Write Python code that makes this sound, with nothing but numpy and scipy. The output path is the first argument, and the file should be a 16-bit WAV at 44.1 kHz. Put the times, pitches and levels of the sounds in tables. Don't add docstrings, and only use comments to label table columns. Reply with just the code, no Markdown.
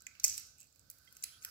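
import sys
import numpy as np
from scipy import signal
from scipy.fft import rfft, irfft
from scipy.io import wavfile

SR = 44100
rng = np.random.default_rng(int(sys.argv[2]) if len(sys.argv) > 2 else 0)


def file_out(sig):
    cols = np.atleast_2d(sig).T
    lim = np.clip(cols, -1, 1)
    pcm = np.round(lim * 32767).astype(np.int16)
    wavfile.write(sys.argv[1], SR, pcm)


def boost_factor(decibels):
    exponent = np.asarray(decibels, float) / 20
    return 10 ** exponent


N = 66150

# frequency in Hz, level in dB.
RUMBLE_SPECTRUM = [(30, -57), (45, -11), (68, -4.5), (102, -7.5), (248, -20), (300, -10), (340, -28.5),
                   (538, -21), (1100, -34)]
# time in seconds, level in dB.
RUMBLE_SWELLS = [(0.0, -75), (0.2, -74), (.3, -67), (.45, -74), (.68, -74.5), (.74, -78.5), (.82, -72),
                 (1, -75.5), (1.15, -74), (1.3, -74), (1.5, -73)]
# frequency in Hz, level in dB.
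HISS_SPECTRUM = [(650, -45), (1100, -13), (2540, -18.5), (3530, -15), (4000, 0), (7640, -11.5), (9360, -24),
                 (14700, -7), (16500, -21.5)]
# frequency in Hz, correlation from 0 to 1.
LEFT_RIGHT_LIKENESS = [(60, 0.87), (240, 0.5), (950, 0.29), (3770, 0.013), (15000, 0.041)]
RUMBLE_PAN_DB, HISS_DB, FLOOR_PAN_DB = -3, -75.5, -10.5

# time in seconds, level in dB.
TRICKLE_LEVEL = [(0.0, -72), (.45, -73), (0.72, -91.5), (.9, -76.5), (1.5, -69.5)]
# frequency in Hz, width in Hz, level in dB.
TRICKLE_RESONANCES = [(1500, 97, 4), (1372, 280, 5), (4700, 2000, 7.5)]

# start in seconds, peak in dB, flake pitch in Hz,
# hollow body share in dB, top edge share in dB.
FIRST_PEEL = [(0.0074, -50.5, 7500, -29, -12), (0.0199, -44, 7370, -27.5, -11.5),
              (0.0667, -30.5, 7050, -17, -18), (0.1514, -52, 5330, -2, -14),
              (0.1978, -32.5, 5700, -23, -14), (0.3512, -47, 7400, -12, -2.5),
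              (0.3778, -21.5, 7870, -27.5, -20), (0.3835, -35.5, 7600, -28, -9.5),
              (0.3782, -30.5, 5080, -22.5, -6), (0.3974, -43, 14400, -33, -3.5),
              (0.4694, -50, 5760, -54, -10), (0.5024, -63, 6150, -34, 0), (0.5838, -47, 7700, -22.5, -16),
              (0.5972, -43.5, 7750, -41, -23), (0.6024, -42, 7800, -67, -14),
              (0.6174, -45.5, 7700, -24, -30), (0.7253, -55, 7650, -29, -12),
              (0.7488, -59.5, 14300, -25, -11), (0.7587, -52.5, 7500, -21.5, -10),
              (0.7936, -48, 7300, -34, -17)]
# start in seconds, peak in dB, flake pitch in Hz, body and top shares in dB.
BIG_TEAR = [(.2340, -43, 6500, -14, -6), (.2360, -37, 5800, -17, -1), (.2396, -38, 6850, -35, -16),
            (.2410, -7, 6230, -34, -18.5), (.2440, -11, 6120, -43, -10), (.2459, -11, 6480, -40, -12),
            (.2471, -14, 7800, -59, -39), (.2484, -19, 8350, -44, -6), (.2497, -22, 7240, -22, -3.5),
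            (.2510, -18, 6800, -31, -13.5), (.2807, -19.5, 6800, -46, -14)]
# start in seconds, peak in dB, flake pitch in Hz, body and top shares in dB.
SECOND_PEEL = [(0.8997, -40.5, 7170, -30.5, -0.5), (0.9841, -58.5, 7850, -21, 2),
               (1.05, -62, 12000, -33, -7), (1.074, -56.5, 5120, -11.5, -28), (1.125, -52.5, 6140, -47, 2),
               (1.151, -47, 8340, -21, -28), (1.1671, -42.5, 7000, -18.5, -8),
               (1.2342, -29, 7400, -18.5, -12.5), (1.2374, -25, 5340, -47, -19),
               (1.4150, -44.5, 9300, -31, -30), (1.421, -46, 6400, -13, -19),
               (1.4478, -30.5, 5720, -21, -43), (1.4594, -48.5, 7840, -13.5, -6),
               (1.488, -46.5, 5170, -12, -7)]
# start in seconds, peak in dB, flake pitch in Hz, # body and top
# shares in dB.
FURTHER_SNAPS = [(.2006, -35.5, 5680, -42, -23), (.3698, -44, 6340, -46, -3), (.9102, -44.5, 8000, -27, -17),
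                 (1.2252, -33.5, 6940, -40, -29), (1.2312, -42, 6860, -36, -26),
                 (1.2415, -40, 5000, -8.5, -15), (1.2390, -23, 10210, -27.5, -12),
                 (1.2402, -28.5, 7700, -48, -9), (1.4262, -40.5, 7300, -47, -26),
                 (1.4490, -42, 12000, -14, 4.5), (1.4288, -52, 7360, -35, -11), (1.4400, -51, 6250, -7, -3)]
# start in seconds, peak in dB, flake pitch in Hz, top share in dB.
TICKS_BETWEEN = [(.0050, -47, 5600, -15), (0.016, -63, 14100, -20), (0.261, -38, 6900, -22),
                 (.2640, -27, 7400, -35), (0.278, -31, 6500, -31), (0.28, -40, 6900, -10),
                 (.2844, -37, 6500, -18), (.2897, -36, 6400, -48), (0.2931, -27, 6700, -18),
                 (0.2962, -23, 6300, -18), (0.2992, -25, 7450, -32), (0.3258, -32, 5740, -28),
                 (0.3429, -29, 5600, -25), (0.581, -53, 12000, -20.5), (0.592, -49, 7800, -16),
                 (.6048, -51, 8000, 1), (0.612, -40, 6980, -12), (0.613, -47.5, 7700, -15),
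                 (0.6301, -47, 7750, -7), (0.6424, -51.5, 7400, -10), (0.671, -54, 7600, -8),
                 (.7735, -61.5, 13800, -18), (.8028, -60, 8300, -7), (0.814, -56, 7300, -17),
                 (.9020, -36, 14960, -8), (0.904, -48, 7660, -6), (.9126, -47, 15040, 0),
                 (1.128, -49, 11360, -20), (1.1692, -46, 8900, -5), (1.1712, -52.5, 7700, 0),
                 (1.2382, -44, 12700, -14), (1.2403, -36, 6970, -17), (1.449, -43, 12000, 10),
                 (1.4521, -47, 12900, -3)]
# time in seconds, left minus right in dB.
HAND_PLACE = [(0, -7), (.2, -5.5), (.24, -4.5), (.4, -4.5), (.9, -8), (1.09, -8), (1.12, 0), (1.165, -4),
              (1.23, 0), (1.4, 0), (1.46, -4)]
FLAKE_WIDTH_HZ, TEAR_WIDTH_HZ = 3140, 2200
TOP_HZ, TOP_WIDTH_HZ, TOP_DB, TOP_PAN_DB = 12000, 11200, 11, 3.5
BODY_HZ, BODY_WIDTH_HZ, BODY_DB = 2444, 1100, 3
SNAP_DB, PEEL_DELAY_S = -1, 0.0006
SCATTER_DB, TEAR_SCATTER_DB, TICK_SCATTER_DB = -10.5, -21, -20
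SCATTER_T60_S, SCATTER_ALIKE = 0.015, 0.18
TICK_BODY_DB = -34.5
HOLLOW_LAG_SAMPLES, HOLLOW_PAN_DB = 6, -2.5

# time in seconds, crumbling level in dB.
CRUMBLING_EFFORT = [(0, -95), (.04, -79), (.2, -81), (.26, -48), (.4, -60.5), (.55, -117), (.605, -63.5),
                    (.66, -85.5), (1.2, -68.5), (1.24, -60.5), (1.3, -64.5), (1.405, -80), (1.435, -57),
                    (1.5, -82)]
CRUMBS_PER_S, CRUMB_SPREAD_DB = 1500, 2.5
CRUMB_LOW_HZ, CRUMB_HIGH_HZ, CRUMB_CYCLES = 3600, 15600, 1.5

# frequency in Hz, time to fall 60 dB in seconds.
ROOM_DECAY = [(1000, 0.14), (2500, 0.45), (4500, 0.55), (6000, 0.58), (7700, 0.43), (10000, 0.49),
              (15000, 0.33)]
# frequency in Hz, level in dB.
ROOM_COLOUR = [(900, 2), (1500, 9), (3000, 1.5), (4600, 1), (6000, -9), (7700, -2.5), (9300, -10),
               (15000, -3)]
ROOM_DB, ROOM_DELAY_S, ROOM_PAN_DB = -40.5, 0.0009, -5

# start in seconds, peak in dB, pitch in Hz,
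# time to fall 60 dB in seconds.
HOLLOW_KNOCKS = [(0.0676, -40.5, 2077, 0.02), (.0672, -37, 2463, 0.02), (.2415, -42, 2045, 0.066),
                 (.2438, -38, 2550, 0.02), (.2445, -51, 845, 0.021), (.2480, -37, 2575, 0.025),
                 (1.0745, -57, 2060, 0.047), (1.0760, -58.5, 3220, 0.083), (1.238, -48.5, 2050, 0.027),
                 (1.239, -42, 2595, 0.014), (1.4488, -43, 1450, 0.014), (1.4485, -41.5, 1940, 0.0094),
                 (1.4485, -40.5, 2470, 0.012), (1.447, -50, 3180, 0.037)]
KNOCK_SEND_DB = -11

# start in seconds, length in seconds, level in dB,
# start pitch in Hz, end pitch in Hz.
FINGER_RUBS = [
    (0.554, 0.14, -75, 2680, 2560),
    (1.248, 0.064, -64, 3150, 3300),
    (1.293, 0.11, -65.5, 3180, 3450),
    (1.444, 0.056, -60.5, 1500, 1500),
]
RUB_WIDTH_HZ, RUB_SLIPS_HZ, RUB_SLIP_DB = 174, 60, 2.5

# frequency in Hz, width in Hz, share added.
PORT_COLOUR = [(7700, 300, 0.25), (8570, 1350, -0.4), (3465, 740, -0.27)]
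RIGHT_LAG_S = 0.000246
CUTOFF_HZ, DIFFUSE_CUTOFF_HZ = 17000, 16350


def in_time(rows):
    return np.interp(np.arange(N) / SR, *np.transpose(rows))


def at_hz(points, hz):
    table_hz, values = np.array(points).T
    return np.interp(np.log(hz), np.log(table_hz), values)


def pan(db):
    return boost_factor(np.array([db / 2, -db / 2]))


def pan_fixed(db):
    return pan(db)[:, None]


def low_pass(x, hz):
    return signal.sosfilt(signal.cheby2(14, 60, hz, fs=SR, output="sos"), x)


def resonance(x, hz, width_hz):
    r = np.exp(-np.pi * width_hz / SR)
    feedback = [1, -2 * r * np.cos(2 * np.pi * hz / SR), r * r]
    return signal.lfilter([(1 - r * r) / 2, 0, (r * r - 1) / 2], feedback, x)


def steep_resonance(x, hz, width_hz):
    y = resonance(resonance(x, hz, width_hz), hz, width_hz)
    return y / abs(y).max()


def third_octaves(low_hz, high_hz):
    edges = low_hz * 2 ** np.arange(0, np.log2(high_hz / low_hz) + .3, 1 / 3)
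    settle = 8192
    white = rng.standard_normal((2, 2, N + settle))
    bands = []
    for k, (a, b) in enumerate(zip(edges, edges[1:])):
        band_pass = signal.butter(2, [a, b], "band", fs=SR, output="sos")
        bands.append((np.sqrt(a * b), signal.sosfilt(band_pass, white[k % 2])[:, settle:]))
    return bands


def background(spectrum, level_db, pan_db, low_hz, high_hz):
    out = 0
    for hz, (mid, side) in third_octaves(low_hz, high_hz):
        alike = np.clip(at_hz(LEFT_RIGHT_LIKENESS, hz), -1, 1)
        stereo = np.sqrt(1 + alike) * mid + np.sqrt(1 - alike) * side * [[1], [-1]]
        out = out + boost_factor(at_hz(spectrum, hz)) * stereo
    return boost_factor(level_db) * out / out.std() * pan_fixed(pan_db)


def trickle():
    white = rng.standard_normal((2, N))
    out = 0
    for hz, width_hz, db in TRICKLE_RESONANCES:
        ringing = resonance(resonance(white, hz, width_hz), hz, width_hz)
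        out = out + boost_factor(db) * ringing / np.sqrt(width_hz)
    return boost_factor(in_time(TRICKLE_LEVEL)) * out / out.std() * pan_fixed(FLOOR_PAN_DB)


def hollow_side(x):
    return np.array([np.roll(x[0], HOLLOW_LAG_SAMPLES), x[1]]) * pan_fixed(HOLLOW_PAN_DB)


def snaps(table, scatter_db, width_hz, delay_s=0):
    out, t = np.zeros((2, N + SR)), np.arange(2048) / SR
    hand = in_time(HAND_PLACE)
    noise = rng.standard_normal((len(table), 3, len(t)))
    shared, separate = noise[:, :1], noise[:, 1:]
    scatter = np.sqrt(SCATTER_ALIKE) * shared + np.sqrt(1 - SCATTER_ALIKE) * separate
    scatter = scatter * boost_factor(scatter_db - 60 * t / SCATTER_T60_S)
    clicks = scatter + (t == 0)
    for (s, db, hz, body_db, top_db), click in zip(table, clicks):
        flake = steep_resonance(resonance(click, hz, width_hz), hz, width_hz)
        top = boost_factor(top_db + TOP_DB) * steep_resonance(click, TOP_HZ, TOP_WIDTH_HZ) * pan_fixed(TOP_PAN_DB)
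        body = steep_resonance(resonance(click, BODY_HZ, BODY_WIDTH_HZ), BODY_HZ, BODY_WIDTH_HZ)
        parts = flake + top + boost_factor(body_db + BODY_DB) * hollow_side(body)
        i = int((s + delay_s) * SR)
        out[:, i:i + len(t)] += boost_factor(db + SNAP_DB) * parts * pan_fixed(hand[i])
    return out[:, :N]


def ticks():
    rows = [(s, db, hz, TICK_BODY_DB, top_db) for s, db, hz, top_db in TICKS_BETWEEN]
    return snaps(rows, TICK_SCATTER_DB, FLAKE_WIDTH_HZ)


def crumbs():
    sizes = boost_factor(CRUMB_SPREAD_DB * np.minimum(rng.exponential(1, N), 3)) * rng.choice([-1, 1], N)
    clicks = sizes * (rng.random(N) < CRUMBS_PER_S / SR) + 1e-18
    dealt = rng.integers(0, 12, N)
    out = 0
    for k, hz in enumerate(np.geomspace(CRUMB_LOW_HZ, CRUMB_HIGH_HZ, num=12)):
        out = out + resonance(clicks * (dealt == k), hz, hz * 2 / CRUMB_CYCLES)
    return boost_factor(in_time(CRUMBLING_EFFORT)) * out / out.std() * pan(in_time(HAND_PLACE))


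def kitchen(x):
    t = np.arange(N) / SR
    tail = 0
    for hz, noise in third_octaves(722, 17000):
        tail = tail + boost_factor(at_hz(ROOM_COLOUR, hz) - 60 * t / at_hz(ROOM_DECAY, hz)) * noise
    tail = boost_factor(ROOM_DB) * tail * np.clip(t / ROOM_DELAY_S, 0, 1) ** 2
    return signal.fftconvolve(tail, x[None], axes=1)[:, :N] * pan_fixed(ROOM_PAN_DB)


def knocks():
    out, t = np.zeros(N + SR), np.arange(4096) / SR
    for s, db, hz, t60 in HOLLOW_KNOCKS:
        tone = np.sin(2 * np.pi * hz * t) * (1 - np.exp(-t * hz))
        out[int(s * SR):][:len(t)] += boost_factor(db - 60 * t / t60) * tone
    return hollow_side(out[:N] * pan(in_time(HAND_PLACE)))


def wobble(hz):
    white = rng.standard_normal((2, N)) + 1j * rng.standard_normal((2, N))
    slow = signal.lfilter(*signal.butter(2, hz, fs=SR), white)
    return slow / slow.real.std()


def rubs():
    out, t = 0, np.arange(N) / SR
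    grain = wobble(RUB_WIDTH_HZ)
    slips = boost_factor(RUB_SLIP_DB * wobble(RUB_SLIPS_HZ)[0].real)
    for s, length, db, start_hz, end_hz in FINGER_RUBS:
        along = np.clip((t - s) / length, 0, 1)
        phase = 2 * np.pi * np.cumsum(start_hz + (end_hz - start_hz) * along) / SR
        glide = (grain * np.exp(1j * phase)).real
        out = out + boost_factor(db) * glide * np.sin(np.pi * along) * slips
    return out * pan_fixed(ROOM_PAN_DB)


def later_at_right(x):
    turn = np.exp(-2j * np.pi * np.fft.rfftfreq(N, 1 / SR) * RIGHT_LAG_S)
    return np.array([x[0], irfft(rfft(x[1]) * turn, N)])


def scene():
    shell = 0
    for peel in (FIRST_PEEL, SECOND_PEEL):
        shell = shell + snaps(peel, SCATTER_DB, FLAKE_WIDTH_HZ, PEEL_DELAY_S)
    shell = shell + snaps(BIG_TEAR, TEAR_SCATTER_DB, TEAR_WIDTH_HZ)
    shell = shell + snaps(FURTHER_SNAPS, SCATTER_DB, FLAKE_WIDTH_HZ)
    shell = shell + ticks()
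    shell = shell + low_pass(crumbs(), DIFFUSE_CUTOFF_HZ)
    hollow = knocks()
    floor = background(RUMBLE_SPECTRUM, in_time(RUMBLE_SWELLS), RUMBLE_PAN_DB, 36.14, 1100)
    floor = floor + background(HISS_SPECTRUM, HISS_DB, FLOOR_PAN_DB, 1059, 16500) + trickle()
    room = kitchen((shell + boost_factor(KNOCK_SEND_DB) * hollow).sum(axis=0))
    return later_at_right(shell + hollow) + low_pass(room + floor + rubs(), DIFFUSE_CUTOFF_HZ)


def top_cut(x):
    return signal.sosfilt(signal.butter(12, 16980, fs=SR, output="sos"), x)


def record(dry):
    for hz, width_hz, share in PORT_COLOUR:
        dry = dry + share * resonance(dry, hz, width_hz)
    return top_cut(low_pass(dry, CUTOFF_HZ))


dry = scene()
out = record(dry)
file_out(out)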